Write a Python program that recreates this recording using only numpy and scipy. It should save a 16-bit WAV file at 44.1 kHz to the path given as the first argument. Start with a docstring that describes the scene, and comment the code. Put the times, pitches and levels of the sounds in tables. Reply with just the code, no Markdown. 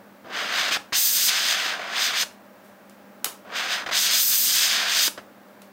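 """A low steady hum fills a small room, then a gas torch blows through a lighter flame in three bursts.
The torch never catches fire. The speed of its jet sets the sound: a quiet fluttering roar while slow,
a loud even hiss while fast. The flame pops whenever the jet lets go of it.
Before the last burst a sleeve rustles softly and the lighter snaps on."""
import sys
import numpy as np
from scipy import signal
from scipy.fft import rfft, irfft, next_fast_len
from scipy.io import wavfile
from scipy.ndimage import map_coordinates

SR = 44100
rng = np.random.default_rng(int(sys.argv[2]) if len(sys.argv) > 2 else 0)


def dump_mix(stems):
    """Bounce the given channels to the path in sys.argv[1] as a 16-bit WAV at rate SR."""
    frames = np.atleast_2d(stems).T  # one column per channel
    limited = np.clip(frames, -1, 1)  # hard clip at full scale
    pcm = np.round(limited * 32767).astype(np.int16)
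    wavfile.write(sys.argv[1], SR, pcm)


N = 252472

# tone of the room's noise: (frequency [Hz], relative level [dB])
ROOM_NOISE = [(15, -82), (25, -59), (64, -43), (96, -22), (164, -23), (198, -10), (445, -18), (482, -15),
              (598, -10.5), (684, -17), (1570, -21.5), (3090, -33), (7300, -40.5), (10500, -42.5),
              (13500, -38), (15500, -33)]
# tones of a humming appliance: (frequency [Hz], level [dB])
HUM_TONES = [(199.5, -58), (242, -66.5), (608, -66), (813, -67), (1610, -71)]
# the jet tears at the flame, then lets go: (start [s], end [s], jet gain [dB], pop level [dB])
BURSTS = [(0.24, 0.78, 2, -21.5), (0.926, 2.244, -.5, -23), (3.447, 5.091, 0, -19)]
# jet speed in each burst, heard as the centre of its noise: (time [s], centre [Hz])
FIRST_SPEED = [(0.24, 584), (0.29, 735), (0.34, 1420), (0.39, 1900), (0.51, 1900), (0.56, 2570),
               (0.71, 2480), (0.73, 3440), (0.76, 2550)]
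SECOND_SPEED = [(0.922, 2520), (0.99, 12800), (1.14, 14900), (1.19, 7900), (1.26, 12400), (1.308, 3320),
                (1.51, 4300), (1.56, 2800), (1.69, 2550), (1.78, 1430), (1.89, 1480), (2.05, 4470.0),
                (2.13, 2000), (2.21, 5000)]
THIRD_SPEED = [(3.46, 587), (3.52, 1060), (3.57, 2690), (3.67, 1860), (3.73, 2960), (3.84, 1360),
               (3.9, 1500), (3.925, 2930), (4.02, 8100), (4.1, 4150), (4.27, 21200), (4.33, 10400),
               (4.39, 17700), (4.53, 8060), (4.63, 6400), (4.84, 2490), (5.06, 7260)]
# peaks and dips on the way over the table to the microphone: (frequency [Hz], width [Hz], gain [dB])
PATH_PEAKS = [(286, 12, 8), (390, 250, -1.5), (710, 156, 6), (857, 52, -16), (1596, 530, 4.5),
              (3475, 940, 4), (5044, 810, 5.5), (5560, 320, -7), (6170, 640, 4.5), (7630, 370, -5),
              (8210, 130, 6.5), (9950, 1650, -12), (11400, 380, -9.5), (11900, 400, 2.5),
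              (14050, 1700, 3.5), (15250, 550, -1)]
# the room's echo: (frequency [Hz], time to fade by 60 dB [s])
ECHO_FADES = [(150, 0.5), (800, 0.47), (2000, 0.29), (5500, 0.27), (15000, .24)]
# a slow jet loses the flame for a moment: (start [s], end [s], dip [dB])
BREAKS = [(0.7, 0.711, -6), (3.846, 3.862, -22), (3.882, 3.888, -18), (3.902, 3.912, -26)]
# the flap as the jet catches the flame again: (pop level [dB], thump level [dB], fade time [s])
FLAP = (-27.5, -46, 0.075)
# the flame is hit, lit or goes out: (time [s], pop level [dB], thump level [dB], fade time [s])
PUFFS = [(.923, -24.5, -39, 0.036), (1.661, -24, -55, 0.01), (1.69, -34, -51, .03), (3.26, -31, -37, 0.047),
         (5.176, -33, -41, 0.096)]
# a soft sleeve rustle, then the lighter's clicks and snaps:
# (time [s], level [dB], brightness [Hz], rise time [s], fade time [s])
RUSTLE_AND_SNAPS = [(2.635, -45, 12000, 0.046, 0.19), (2.896, -42, 1600, .0002, 0.02),
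                    (3.2443, -12, 6200, 0.00018, 0.02), (3.255, -24, 12000, .0005, 0.037),
                    (5.618, -40, 2000, 0.00041, 0.029)]
# ringing of the lighter's plastic body: (frequency [Hz], relative level [dB], fade time [s])
BODY_TONES = [(880, -8, 0.0069), (1340, -8, .011), (2960, -2, 0.0097)]

TOP_HZ = 15800  # upper edge of the treble


def amp(db):
    """Turn decibels into a number to multiply by."""
    return 10 ** (np.asarray(db) / 20)


def along(points, hz):
    """Read between (frequency, value) points, with octaves evenly spaced."""
    freqs, values = np.transpose(points)
    return np.interp(np.log(hz + 1), np.log(freqs + 1), values)


def wobble(rate):
    """A smooth random curve through `rate` values a second."""
    return map_coordinates(rng.standard_normal(int(N * rate / SR) + 4), [np.arange(N) * rate / SR])


def filtered(x, response):
    """Scale each frequency in x by response(hz)."""
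    size = next_fast_len(len(x) + SR // 4)
    return irfft(rfft(x, size) * response(np.fft.rfftfreq(size, 1 / SR)), size)[:len(x)]


def noise(response, size):
    """Noise shaped by response(hz), with an average power of 1."""
    shaped = filtered(rng.standard_normal(size), response)
    return shaped / np.sqrt(np.mean(shaped ** 2) + 1e-20)


def hump(hz, centre_hz, rise, fall):
    """A broad hill of gain; rise and fall set how steep its low and high sides are."""
    ratio = (hz + 1) / centre_hz
    return np.sqrt(ratio ** rise / (1 + ratio * ratio) ** ((rise + fall) / 2))


def dying(t, fade_s):
    """A fade that drops 60 dB every fade_s seconds."""
    return np.exp(-np.log(1000) * t / fade_s)


def add(track, start_s, sound):
    """Mix a sound into the track at start_s."""
    part = track[round(start_s * SR):][:len(sound)]
    part += sound[:len(part)]


def small_source(x, low_hz):
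    """A small thing gives off little sound below low_hz."""
    return signal.sosfilt(signal.butter(2, low_hz, "highpass", fs=SR, output="sos"), x)


def room_hum(air_db=-50, drift_db=-0.2, phase_drift=0.36):
    """Soft room noise and the slightly unsteady hum of an appliance."""
    t = np.arange(N) / SR
    air = amp(air_db + drift_db * wobble(5.6)) * noise(lambda hz: amp(along(ROOM_NOISE, hz)), N)
    hum = sum(amp(db) * np.sin(2 * np.pi * hz * t + phase_drift * wobble(10)) for hz, db in HUM_TONES)
    return air + np.sqrt(2) * hum


def flame_contact(t, attack_s=0.0033, release_s=0.02, break_edge_s=0.0013):
    """How firmly the jet holds the flame: on during a burst, dipping in each break."""
    def ramp(start, end, rise, fall):
        return np.clip(np.minimum((t - start) / rise, (end - t) / fall), 0, 1)
    held = sum(amp(db) * ramp(start, end, attack_s, release_s) for start, end, db, _ in BURSTS)
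    dips_db = sum(db * ramp(start, end, break_edge_s, attack_s) for start, end, db in BREAKS)
    return held * amp(dips_db)


def gas_jet(full_db=-20, knee_hz=4460, growth=3.16, flutter_db=1.2, sway_db=0.75, calm_hz=4000):
    """Swirling gas: a faster jet makes smaller swirls, so its rush is higher and louder."""
    t = np.arange(N) / SR
    times, centre_hz = np.vstack([FIRST_SPEED, SECOND_SPEED, THIRD_SPEED]).T
    centre = np.exp(np.interp(t, times, np.log(centre_hz)) + 0.04 * wobble(18))  # wanders about 4%
    loudness = amp(full_db) / np.sqrt(1 + (knee_hz / centre) ** growth)  # levels off above the knee
    hz, frames, spectrum = signal.stft(rng.standard_normal(N), SR, nperseg=512)
    swirls = hump(hz[:, None], np.interp(frames, t, centre), rise=2.594, fall=4.24)
    swirls /= np.sqrt(np.mean(swirls ** 2 * (hz < TOP_HZ)[:, None], axis=0))  # same power at any speed
    rush = signal.istft(spectrum * swirls, SR, nperseg=512)[1][:N]
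    # a slow jet lets the flame flutter; a fast one hisses evenly
    flutter = flutter_db * wobble(260) / np.sqrt(1 + (centre / calm_hz) ** 2)
    sway = sway_db * wobble(35)
    return small_source(rush * flame_contact(t) * loudness * amp(flutter + sway), low_hz=110)


def table_path(hz):
    """The path over the table boosts some frequencies and weakens others."""
    def resonance(centre, width):
        return centre ** 2 - hz ** 2 + 1j * hz * width
    return np.prod([resonance(centre, width * amp(db / 2)) / resonance(centre, width * amp(-db / 2))
                    for centre, width, db in PATH_PEAKS], axis=0)


def room_echo(x, delay_s=0.005):
    """The walls answer after a few milliseconds; the treble dies first."""
    hz, t, spectrum = signal.stft(rng.standard_normal(SR // 2), SR, nperseg=256)
    tail = signal.istft(spectrum * dying(t, along(ECHO_FADES, hz)[:, None]), SR, nperseg=256)[1]
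    tail = np.pad(tail / np.linalg.norm(tail), (round(delay_s * SR), 0))
    return signal.fftconvolve(x, tail)[:N]


def flame_pops(end_lead_s=0.013, end_thump_db=-51, end_fade_s=0.022):
    """The flame flaps with a short puff over a low thump; one such pop ends every break and burst."""
    out, t = np.zeros(N), np.arange(SR // 5) / SR
    swell = 1 - np.exp(-t / 0.0006)
    flaps = [(end, *FLAP) for _, end, _ in BREAKS]
    end_pops = [(end - end_lead_s, db, end_thump_db, end_fade_s) for _, end, _, db in BURSTS]
    for start, pop_db, thump_db, fade_s in PUFFS + flaps + end_pops:
        puff = noise(lambda hz: hump(hz, centre_hz=1160, rise=2.04, fall=3.66), len(t))
        thump = noise(lambda hz: hump(hz, centre_hz=260, rise=2.1, fall=4.5), len(t))
        add(out, start, (amp(pop_db) * puff + amp(thump_db) * thump) * dying(t, fade_s) * swell)
    return out


def sleeve_and_lighter(body_db=-6):
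    """The sleeve is a soft swell of noise; each lighter snap is a crack that rings its plastic body."""
    out, t = np.zeros(N), np.arange(SR // 5) / SR
    for start, db, bright_hz, rise_s, fade_s in RUSTLE_AND_SNAPS:
        hiss = noise(lambda hz: hump(hz, bright_hz, rise=0.6, fall=1), len(t)) * dying(t, fade_s)
        body = sum(amp(level + rng.normal(0, 1.8)) * np.sin(2 * np.pi * hz * t) * dying(t, ring_s)
                   for hz, level, ring_s in BODY_TONES)
        swell = 1 - np.exp(-t / rise_s)
        add(out, start, amp(db) * (hiss + amp(body_db) * body) * swell)
    return small_source(out, low_hz=450)


def rustle_and_snaps_in_room(echo_db=-4, walls=4):
    """Each rustle or snap sends different noise towards each wall, so its echo is smooth."""
    direct = sleeve_and_lighter()
    echoes = sum(room_echo(sleeve_and_lighter()) for _ in range(walls)) / np.sqrt(walls)
    return direct + amp(echo_db) * echoes


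def scene():
    """Torch, sleeve and lighter close by over the hum, the same in both channels."""
    gas = gas_jet() + flame_pops()
    torch = filtered(gas, table_path) + amp(-12) * room_echo(gas)
    mono = torch + rustle_and_snaps_in_room() + room_hum()
    return np.array([mono, mono])


def record(dry):
    """Cut off the highest treble, over a 200 Hz wide slope around TOP_HZ."""
    return np.array([filtered(channel, lambda hz: np.clip((TOP_HZ - hz) / 200 + 0.5, 0, 1))
                     for channel in dry])


dry = scene()
out = record(dry)
dump_mix(out)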